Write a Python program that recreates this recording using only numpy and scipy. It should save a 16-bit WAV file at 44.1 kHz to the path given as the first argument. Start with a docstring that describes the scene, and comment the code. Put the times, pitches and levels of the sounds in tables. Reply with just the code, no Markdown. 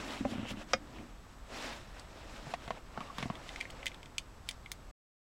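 """A remote key fob is handled in a parked car: its hollow plastic shell snaps down once, cracking and ringing.
A key clicks against the case and circuit board, ringing the plastic and its own steel blade.
Hands bump the dashboard and rummage in a pouch; fingertips and jacket sleeves stick and slip.
The cabin rumbles faintly, with a thin electronic whine, until the sound is switched off."""
import sys
import numpy as np
from scipy import signal
from scipy.fft import rfft, irfft, next_fast_len
from scipy.io import wavfile

SR = 44100
rng = np.random.default_rng(int(sys.argv[2]) if len(sys.argv) > 2 else 0)


def dump(signal):
    """Clip the signal to [-1, 1] and save it as 16-bit WAV at the path in sys.argv[1]."""
    limited = np.clip(np.atleast_2d(signal).T, -1, 1)
    pcm = np.round(limited * 32767).astype(np.int16)
    wavfile.write(sys.argv[1], SR, pcm)


N = 236861
TIME = np.arange(N) / SR
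AGE = TIME[:SR // 6]   # time since a blow


def from_db(db):
    """Decibels to gain."""
    return 10 ** (np.asarray(db) / 20)


def unit_rms(x):
    """Scale to rms 1."""
    return x / np.sqrt(np.mean(x ** 2) + 1e-20)


def unit_blow(x):
    """Scale to the energy of 10 ms at rms 1, the 0 dB of all blows."""
    return x / np.sqrt(np.sum(x ** 2) / (SR / 100))


def db_at(spectrum, hz):
    """Read a spectrum on a log-frequency axis."""
    points_hz, db = np.transpose(spectrum)
    return np.interp(np.log(np.maximum(hz, 1)), np.log(points_hz), db)


def add(out, time_s, sound):
    """Mix a sound in at time_s."""
    start = round(time_s * SR)
    out[start:start + len(sound)] += sound[:N - start]


def drift(rate_hz):
    """Low-passed random wander, rms 1."""
    step, settle = 40, 2000
    pole = np.exp(-2 * np.pi * rate_hz * step / SR)
    white = rng.standard_normal(N // step + settle + 2)
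    slow = signal.lfilter([1], [1, -2 * pole, pole * pole], white)[settle:]
    return np.interp(np.arange(N) / step, np.arange(len(slow)), unit_rms(slow))


def noise(spectrum):
    """Steady coloured noise, rms 1."""
    size = next_fast_len(N)
    gain = from_db(db_at(spectrum, np.arange(size // 2 + 1) * SR / size))
    return unit_rms(irfft(rfft(rng.standard_normal(size)) * gain, size)[:N])


def band(x, low_hz, high_hz):
    """Band-pass, rms 1."""
    return unit_rms(signal.sosfilt(signal.butter(2, [low_hz, high_hz], "band", fs=SR, output="sos"), x))


def swells(slides, block=16, roundness=1.38):
    """Power over time, a row per slide; 10 dB down at one rise before the peak and one fall after."""
    peak_s, db, rise_s, fall_s = np.transpose(slides)[:4, :, None]
    away = np.maximum((peak_s - TIME[::block]) / rise_s, (TIME[::block] - peak_s) / fall_s)
    power = from_db(np.maximum(db - 10 * away ** roundness, -200)) ** 2
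    return np.repeat(power, block, axis=1)[:, :N]


def friction(slides, hz, width_hz, grain_db):
    """A surface sticks and slips, exciting one resonance."""
    slips = rng.standard_normal(N) * from_db(grain_db * drift(200))
    return np.sqrt(swells(slides).sum(axis=0)) * band(slips, hz - width_hz / 2, hz + width_hz / 2)


def decay(t60_s):
    """Exponential decay after a blow."""
    return np.exp(-np.log(1000) * AGE / t60_s)


def ring(modes, scatter_db, rise_cycles, detune=0):
    """A struck body: each blow gives the modes new strengths; the grip detunes them slightly."""
    hz, db, t60_s = np.transpose(modes)[:, :, None]
    strength = from_db(db + scatter_db * rng.standard_normal(hz.shape)) * rng.choice([-1, 1], hz.shape)
    cycles = hz * np.exp(detune * rng.standard_normal(hz.shape)) * AGE
    build_up = 1 - np.exp(-cycles / rise_cycles)
    return unit_blow(np.sum(strength * np.sin(2 * np.pi * cycles) * decay(t60_s) * build_up, axis=0))


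def struck_near(modes, centre_hz, octaves):
    """Where a blow lands decides which modes answer most."""
    return [(hz, db - 4 * (np.log2(hz / centre_hz) / octaves) ** 2, t60_s) for hz, db, t60_s in modes]


def crack(spectrum, t60_s, tail_db, tail_t60_s):
    """Crowded high modes: a coloured noise burst with a weaker, longer tail."""
    burst = rng.standard_normal(len(AGE)) * (decay(t60_s) + from_db(tail_db) * decay(tail_t60_s))
    hz = np.abs(np.fft.fftfreq(len(AGE), 1 / SR))
    log_gain = np.log(from_db(db_at(spectrum, hz)))
    colour = np.exp(np.conj(signal.hilbert(log_gain)))   # minimum phase: silent before the blow
    return unit_blow(np.fft.ifft(np.fft.fft(burst) * colour).real)


# cabin spectrum (frequency [Hz], density [dB])
CABIN_SPECTRUM = [(20, -8.5), (43, 0.5), (77, -10.5), (120, -11.5), (200, -17), (310, -20.5), (400, -23),
                  (700, -24), (1200, -24), (2600, -39), (5000, -39.5), (7700, -41.5), (11000, -51),
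                  (16000, -54.5)]
# whine partials (multiple of the base [1], level [dB])
WHINE_PARTIALS = [(2, -78.5), (3, -85)]
def cabin(rumble_db=-52, whine_base_hz=3932, waver_hz=6):
    """Rumble, hiss and a thin electronic whine that wavers in pitch."""
    phase = 2 * np.pi * np.cumsum(whine_base_hz + waver_hz * drift(25)) / SR
    whine = sum(from_db(db) * np.sqrt(2) * np.sin(multiple * phase) for multiple, db in WHINE_PARTIALS)
    return from_db(rumble_db) * noise(CABIN_SPECTRUM) + whine


def reflections(x, level_db, t60_s, first_s):
    """Windscreen and dashboard return a brief scatter that the seats absorb."""
    scatter = rng.standard_normal(len(AGE)) * decay(t60_s) * (AGE > first_s)
    return from_db(level_db) * signal.fftconvolve(x, scatter / np.sqrt(np.sum(scatter ** 2)))[:N]


# sleeve swishes (peak [s], level [dB], rise [s], fall [s], tilt [dB/octave])
ARM_MOVES = [(0.0, -44.5, .05, 0.1, -1), (0.124, -42.5, 0.11, .11, 0), (0.31, -45.5, 0.032, 0.055, 0),
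             (0.41, -49.5, 0.095, 0.12, -2.5), (0.51, -43, .035, 0.018, 2.5), (0.62, -49, 0.07, 0.02, -0.5),
             (0.71, -51.5, 0.044, 0.052, 0), (0.975, -53.5, 0.16, .11, -2), (1.33, -65, 0.071, 0.12, 1),
             (1.55, -44.5, 0.042, 0.11, -1), (1.66, -42, 0.12, 0.13, -0.07),
             (1.98, -54.5, 0.13, 0.095, -.5), (2.19, -53.5, 0.13, 0.092, -1.5),
             (2.37, -50.5, 0.18, 0.11, -.2), (2.52, -48, 0.09, 0.028, 0), (2.65, -52.5, 0.089, .08, -0.3),
             (2.77, -51, 0.043, 0.028, -2), (3.03, -50.5, 0.13, 0.14, -1.5), (3.205, -47, 0.055, 0.081, 0),
             (3.36, -51.5, .05, .08, -3.5), (3.57, -51.5, 0.36, 0.1, 0.6), (3.81, -53, 0.36, .22, -2),
             (4.49, -55.5, 0.022, 0.056, 2)]
def arm_motion(rest_db=-64, rest_db_per_oct=-0.54):
    """Sleeve level and tilt over time: swishes add in power, the strongest sets the colour."""
    power, rest = swells(ARM_MOVES), from_db(rest_db) ** 2
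    total = power.sum(axis=0) + rest
    tilt_db_per_oct = (np.transpose(ARM_MOVES)[-1] @ power + rest_db_per_oct * rest) / total
    return 10 * np.log10(total), tilt_db_per_oct


# jacket cloth spectrum (frequency [Hz], density [dB])
CLOTH_SPECTRUM = [(200, -16.5), (380, -2), (560, 4), (1000, 0.5), (2100, -2), (3300, -5), (5400, -10.5),
                  (8000, -15), (11000, -31.5), (16000, -31.5)]
def sleeves(level_db, tilt_db_per_oct, grain_db=1.0, patchy_db=1.47):
    """Countless threads catch and slip; each band flickers on its own."""
    slips = rng.standard_normal((2, N)) * from_db(grain_db * drift(350))
    edges_hz = np.geomspace(250, 16000, num=13)
    out, power = 0, 0
    for k, (low, high) in enumerate(zip(edges_hz, edges_hz[1:])):
        hz = np.sqrt(low * high)
        density_db = db_at(CLOTH_SPECTRUM, hz) + tilt_db_per_oct * np.log2(hz / edges_hz[0])
        gain = np.sqrt(high - low) * from_db(density_db)
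        out += gain * band(slips[k % 2], low, high) * from_db(patchy_db * drift(25))
        power += gain ** 2
    return from_db(level_db) * out / np.sqrt(power)


# new grips, board-edge rubs, pouch-wall drags (peak [s], level [dB], rise [s], fall [s])
GRIPS = [(0.0, -46, .05, 0.15), (0.37, -48.5, 0.29, 0.1), (0.61, -52, .05, 0.086), (0.81, -54, 0.16, 0.15),
         (1.0, -49, 0.062, .07), (2.46, -59, 0.27, 0.14)]
BOARD_RUBS = [(0.345, -52, .06, .07), (0.505, -47, 0.063, 0.017), (0.62, -54, 0.046, 0.0083),
              (0.965, -61, 0.021, .045)]
POUCH_DRAGS = [(2.962, -52, .012, 0.026), (3.015, -40.5, 0.012, 0.011), (3.1, -45.5, 0.029, 0.015)]
# hand scuff spectrum (frequency [Hz], density [dB])
SCUFF_SPECTRUM = [(70, -19), (160, -10), (230, 4), (300, 3.5), (420, -12), (700, -50.5)]
def fingers(sleeve_db, scuff_re_sleeve_db=-10.5):
    """Fingertips rub the board and drag things in the pouch; hands scuff as they regrip or arms move."""
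    scuff_power = swells(GRIPS).sum(axis=0) + from_db(sleeve_db + scuff_re_sleeve_db) ** 2
    rub = friction(BOARD_RUBS, hz=2880, width_hz=690, grain_db=1.5)
    drag = friction(POUCH_DRAGS, hz=1133, width_hz=100, grain_db=6.5)
    return rub + drag + np.sqrt(scuff_power) * noise(SCUFF_SPECTRUM)


# pouch and contents modes (frequency [Hz], gain [dB], t60 [s])
POUCH_THUD_MODES = [(128, -0.5, 0.051), (173, -5, 0.041), (237, -1, 0.03), (332, -12, 0.021)]
POUCH_KNOCK_MODES = [(502, -9, 0.056), (675, -3, 0.033), (736, -5, 0.027), (920, -2, 0.021),
                     (1114, -6, 0.03), (1300, -2.5, 0.016)]
# contact spectrum (frequency [Hz], density [dB])
POUCH_TICK_SPECTRUM = [(900, -30), (1500, 3), (2100, 8.5), (3600, 0.5), (5500, -10.5), (9000, -18.5),
                       (16000, -44)]
# blows in the pouch (time [s], thud [dB], knock [dB], tick [dB], knock centre [Hz])
POUCH_HITS = [(2.468, -42, -48, -59, 694), (2.5375, -51.5, -34, -41, 820), (2.678, -45.5, -45.5, -49, 875),
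              (2.7055, -47.5, -33, -44, 910), (2.976, -42.5, -38, -55, 1170),
              (3.005, -46.5, -45.5, -47.5, 1150), (3.1829, -44, -39.5, -44, 885),
              (3.203, -45, -50, -67, 900), (3.2263, -37, -40.5, -39, 950), (3.2568, -34.5, -44.5, -63, 740),
              (3.3005, -35.5, -37.5, -49.5, 960)]
def rummage():
    """The padded pouch thuds while hard things in it knock together."""
    out = np.zeros(N)
    for time_s, thud_db, knock_db, tick_db, hz in POUCH_HITS:
        modes = struck_near(POUCH_KNOCK_MODES, hz, octaves=0.6)
        knock = ring(modes, scatter_db=2.5, rise_cycles=0.2, detune=0.025)
        thud = ring(POUCH_THUD_MODES, scatter_db=4, rise_cycles=0.42, detune=0.018)
        tick = crack(POUCH_TICK_SPECTRUM, t60_s=0.05, tail_db=-24, tail_t60_s=0.059)
        add(out, time_s, from_db(thud_db) * thud + from_db(knock_db) * knock + from_db(tick_db) * tick)
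    return out


# dashboard modes (frequency [Hz], gain [dB], t60 [s])
DASH_THUD_MODES = [(108, -1, 0.1), (214.6, -1, 0.082), (251, -1.5, 0.064), (291.4, -1.5, .07)]
DASH_KNOCK_MODES = [(487, -7.5, 0.025), (550, 7.5, .025), (616, 7.5, .025), (780, -0.5, 0.053),
                    (1060, -5, 0.019)]
# hard touch spectrum (frequency [Hz], density [dB])
DASH_TICK_SPECTRUM = [(700, -19), (1200, 10.5), (2800, 5), (4000, -21.5), (6000, -12.5), (10000, -28.5),
                      (16000, -44)]
# hand and board bumps (time [s], thud [dB], knock [dB])
DASH_HITS = [(0.208, -32, -57), (0.2468, -35, -54), (0.2514, -29, -30.5), (0.319, -35.5, -65),
             (0.3325, -55, -44), (0.353, -35.5, -59), (0.381, -36.5, -53), (0.392, -36, -57),
             (0.427, -37.5, -65), (0.453, -52, -45), (0.511, -39, -51), (0.532, -40.5, -65),
             (0.572, -42, -74), (0.743, -39, -61), (0.986, -46, -74)]
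def dashboard_bumps():
    """A soft blow thuds in the dashboard; a firmer one knocks and ticks."""
    out = np.zeros(N)
    for time_s, thud_db, knock_db in DASH_HITS:
        tick_db = -44 + 0.17 * knock_db
        knock = ring(DASH_KNOCK_MODES, scatter_db=2, rise_cycles=0.3, detune=0.02)
        thud = ring(DASH_THUD_MODES, scatter_db=1, rise_cycles=0.3, detune=0.04)
        tick = crack(DASH_TICK_SPECTRUM, t60_s=0.011, tail_db=-12.5, tail_t60_s=0.079)
        add(out, time_s, from_db(thud_db) * thud + from_db(knock_db) * knock + from_db(tick_db) * tick)
    return out


def jiggles(count=5, start_s=3.42, end_s=4.07, mean_db=-59, spread_db=3.5, blade_hz=2700):
    """Faint chance touches as the loose key is carried; rows as in KEY_HITS."""
    times_s = start_s + (end_s - start_s) * (np.arange(count) + rng.random(count)) / count
    levels_db = mean_db + spread_db * rng.standard_normal((count, 3))
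    return [(time_s, *db, blade_hz) for time_s, db in zip(times_s, levels_db)]


# case, blade and high blade modes (frequency [Hz], gain [dB], t60 [s])
CASE_MODES = [(1967, 1, 0.023), (2064, 0.0018, 0.024), (2203, -0.5, 0.021)]
BLADE_MODES = [(2437, 2, 0.015), (2610, -9.5, 0.027), (2940, -2, 0.02), (3234, 1.5, 0.026),
               (3440, -4, 0.035), (3580, 10, 0.013)]
PING_MODES = [(4540, -5, .11), (6520, 6, .045), (7060, -5, 0.041), (7900, -2, .045), (8800, -3, .05),
              (10940, -17, .06)]
# key contact spectra (frequency [Hz], density [dB])
KEY_TICK_SPECTRUM = [(400, -32.5), (900, -12), (1500, -16.5), (3000, -4.5), (4500, 2), (5600, -1.5),
                     (7000, -1.5), (8500, -2.5), (10000, -16), (12000, -52.5)]
SPARKLE_SPECTRUM = [(8000, -19.5), (10400, 8.5), (12500, -5.5), (16000, 0)]
# key on case and board (time [s], case [dB], blade [dB], tick [dB], blade centre [Hz])
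KEY_HITS = [(1.9961, -73, -72, -52, 2550), (3.1839, -62, -45, -53, 3320), (3.354, -55, -52.5, -62.5, 3000),
            (3.491, -49, -46, -58.5, 3000), (3.5604, -45, -49.5, -55, 2500), (3.605, -45, -52, -57, 2600),
            (3.6097, -36, -40.5, -47.5, 2550), (3.654, -46, -55, -71, 2400), (3.7064, -68, -69, -56, 3230),
            (3.8293, -51, -49, -65, 2470), (3.858, -42.5, -49, -47.5, 3240),
            (3.8664, -39.5, -36.5, -42.5, 2880), (3.872, -43.5, -44, -65, 2700),
            (3.8798, -56, -46, -50.5, 2740), (3.917, -57, -54, -72, 2600), (3.9448, -64, -53.5, -62, 2850),
            (4.03, -60, -54.5, -60, 2760), (4.182, -57.5, -35, -38, 2650), (4.4888, -43.5, -38, -41, 3160),
            (4.5104, -58, -50.5, -49, 2900), (4.66, -48.5, -53.5, -66, 2720),
            (4.717, -49, -49, -42.5, 3440)]
def key_clicks(firm_tick_db=-44.5, firm_sparkle_db=-55, sparkle_db_per_oct=33, ping_re_tick_db=-12.5):
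    """Hard contacts tick and ring the plastic case and steel blade, damped fast by the fingers."""
    out = np.zeros(N)
    for time_s, case_db, blade_db, tick_db, hz in KEY_HITS + jiggles():
        # more sparkle from a firmer, shorter contact and from a higher ring
        sparkle_db = firm_sparkle_db + 1.2 * (tick_db - firm_tick_db)
        sparkle_db += sparkle_db_per_oct * np.log2(hz / 2890)
        case = ring(CASE_MODES, scatter_db=2.5, rise_cycles=0.2, detune=0.025)
        modes = struck_near(BLADE_MODES, hz, octaves=0.22)
        blade = ring(modes, scatter_db=1.5, rise_cycles=0.25, detune=0.012)
        ping = ring(PING_MODES, scatter_db=2, rise_cycles=0.3)
        tick = crack(KEY_TICK_SPECTRUM, t60_s=0.009, tail_db=-9, tail_t60_s=0.037)
        sparkle = crack(SPARKLE_SPECTRUM, t60_s=0.0033, tail_db=-21, tail_t60_s=0.045)
        add(out, time_s, from_db(case_db) * case + from_db(blade_db) * blade)
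        add(out, time_s, from_db(tick_db) * (tick + from_db(ping_re_tick_db) * ping))
        add(out, time_s, from_db(sparkle_db) * sparkle)
    return out


# shell modes (frequency [Hz], gain [dB], t60 [s])
SHELL_MODES = [(530, 0, .052), (712, -6, .045), (850, -9, .034), (1245, 2, .026), (1484, -9, .04),
               (1622, -7, .04), (1779, -11, .04), (1997, -5.5, .035), (2167, -5, .04), (2433, -2, .035),
               (2766, -11, .033), (3218, -11, .038), (3700, -7, .026), (4964, -8.5, .04), (5399, -19, .035),
               (6470, -21, .04)]
# shell crack spectrum (frequency [Hz], density [dB])
CRACK_SPECTRUM = [(150, -21), (400, 1.5), (1000, -20.5), (2400, -8.5), (4000, -10), (5000, -2),
                  (7000, -14.5), (9500, -33.5), (16000, -40)]
# the snap (time [s], ring [dB], crack [dB])
SHELL_HIT = (.7337, -23, -31.5)
def shell_snap():
    """The hollow plastic shell snaps down, cracks and rings."""
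    out = np.zeros(N)
    time_s, ring_db, crack_db = SHELL_HIT
    body = ring(SHELL_MODES, scatter_db=0.3, rise_cycles=1.3)
    contact = crack(CRACK_SPECTRUM, t60_s=0.024, tail_db=-26, tail_t60_s=0.051)
    add(out, time_s, from_db(ring_db) * body + from_db(crack_db) * contact)
    return out


def scene():
    """Mono mix; only the blows get reflections."""
    blows = shell_snap() + dashboard_bumps() + rummage() + key_clicks()
    sleeve_db, tilt_db_per_oct = arm_motion()
    rustle = sleeves(sleeve_db, tilt_db_per_oct) + fingers(sleeve_db)
    reflected = reflections(blows, level_db=-13.5, t60_s=0.084, first_s=0.002)
    return (blows + reflected + rustle + cabin())[None]


def record(dry):
    """Switch-off near the end, then a steep low-pass."""
    off_s, fade_s, cutoff_hz = 4.914, 0.0042, 15850
    gate = np.clip((off_s - TIME) / fade_s, 0, 1)
    return signal.sosfilt(signal.ellip(10, 0.1, 80, cutoff_hz, fs=SR, output="sos"), dry * gate)


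dry = scene()
out = record(dry)
dump(out)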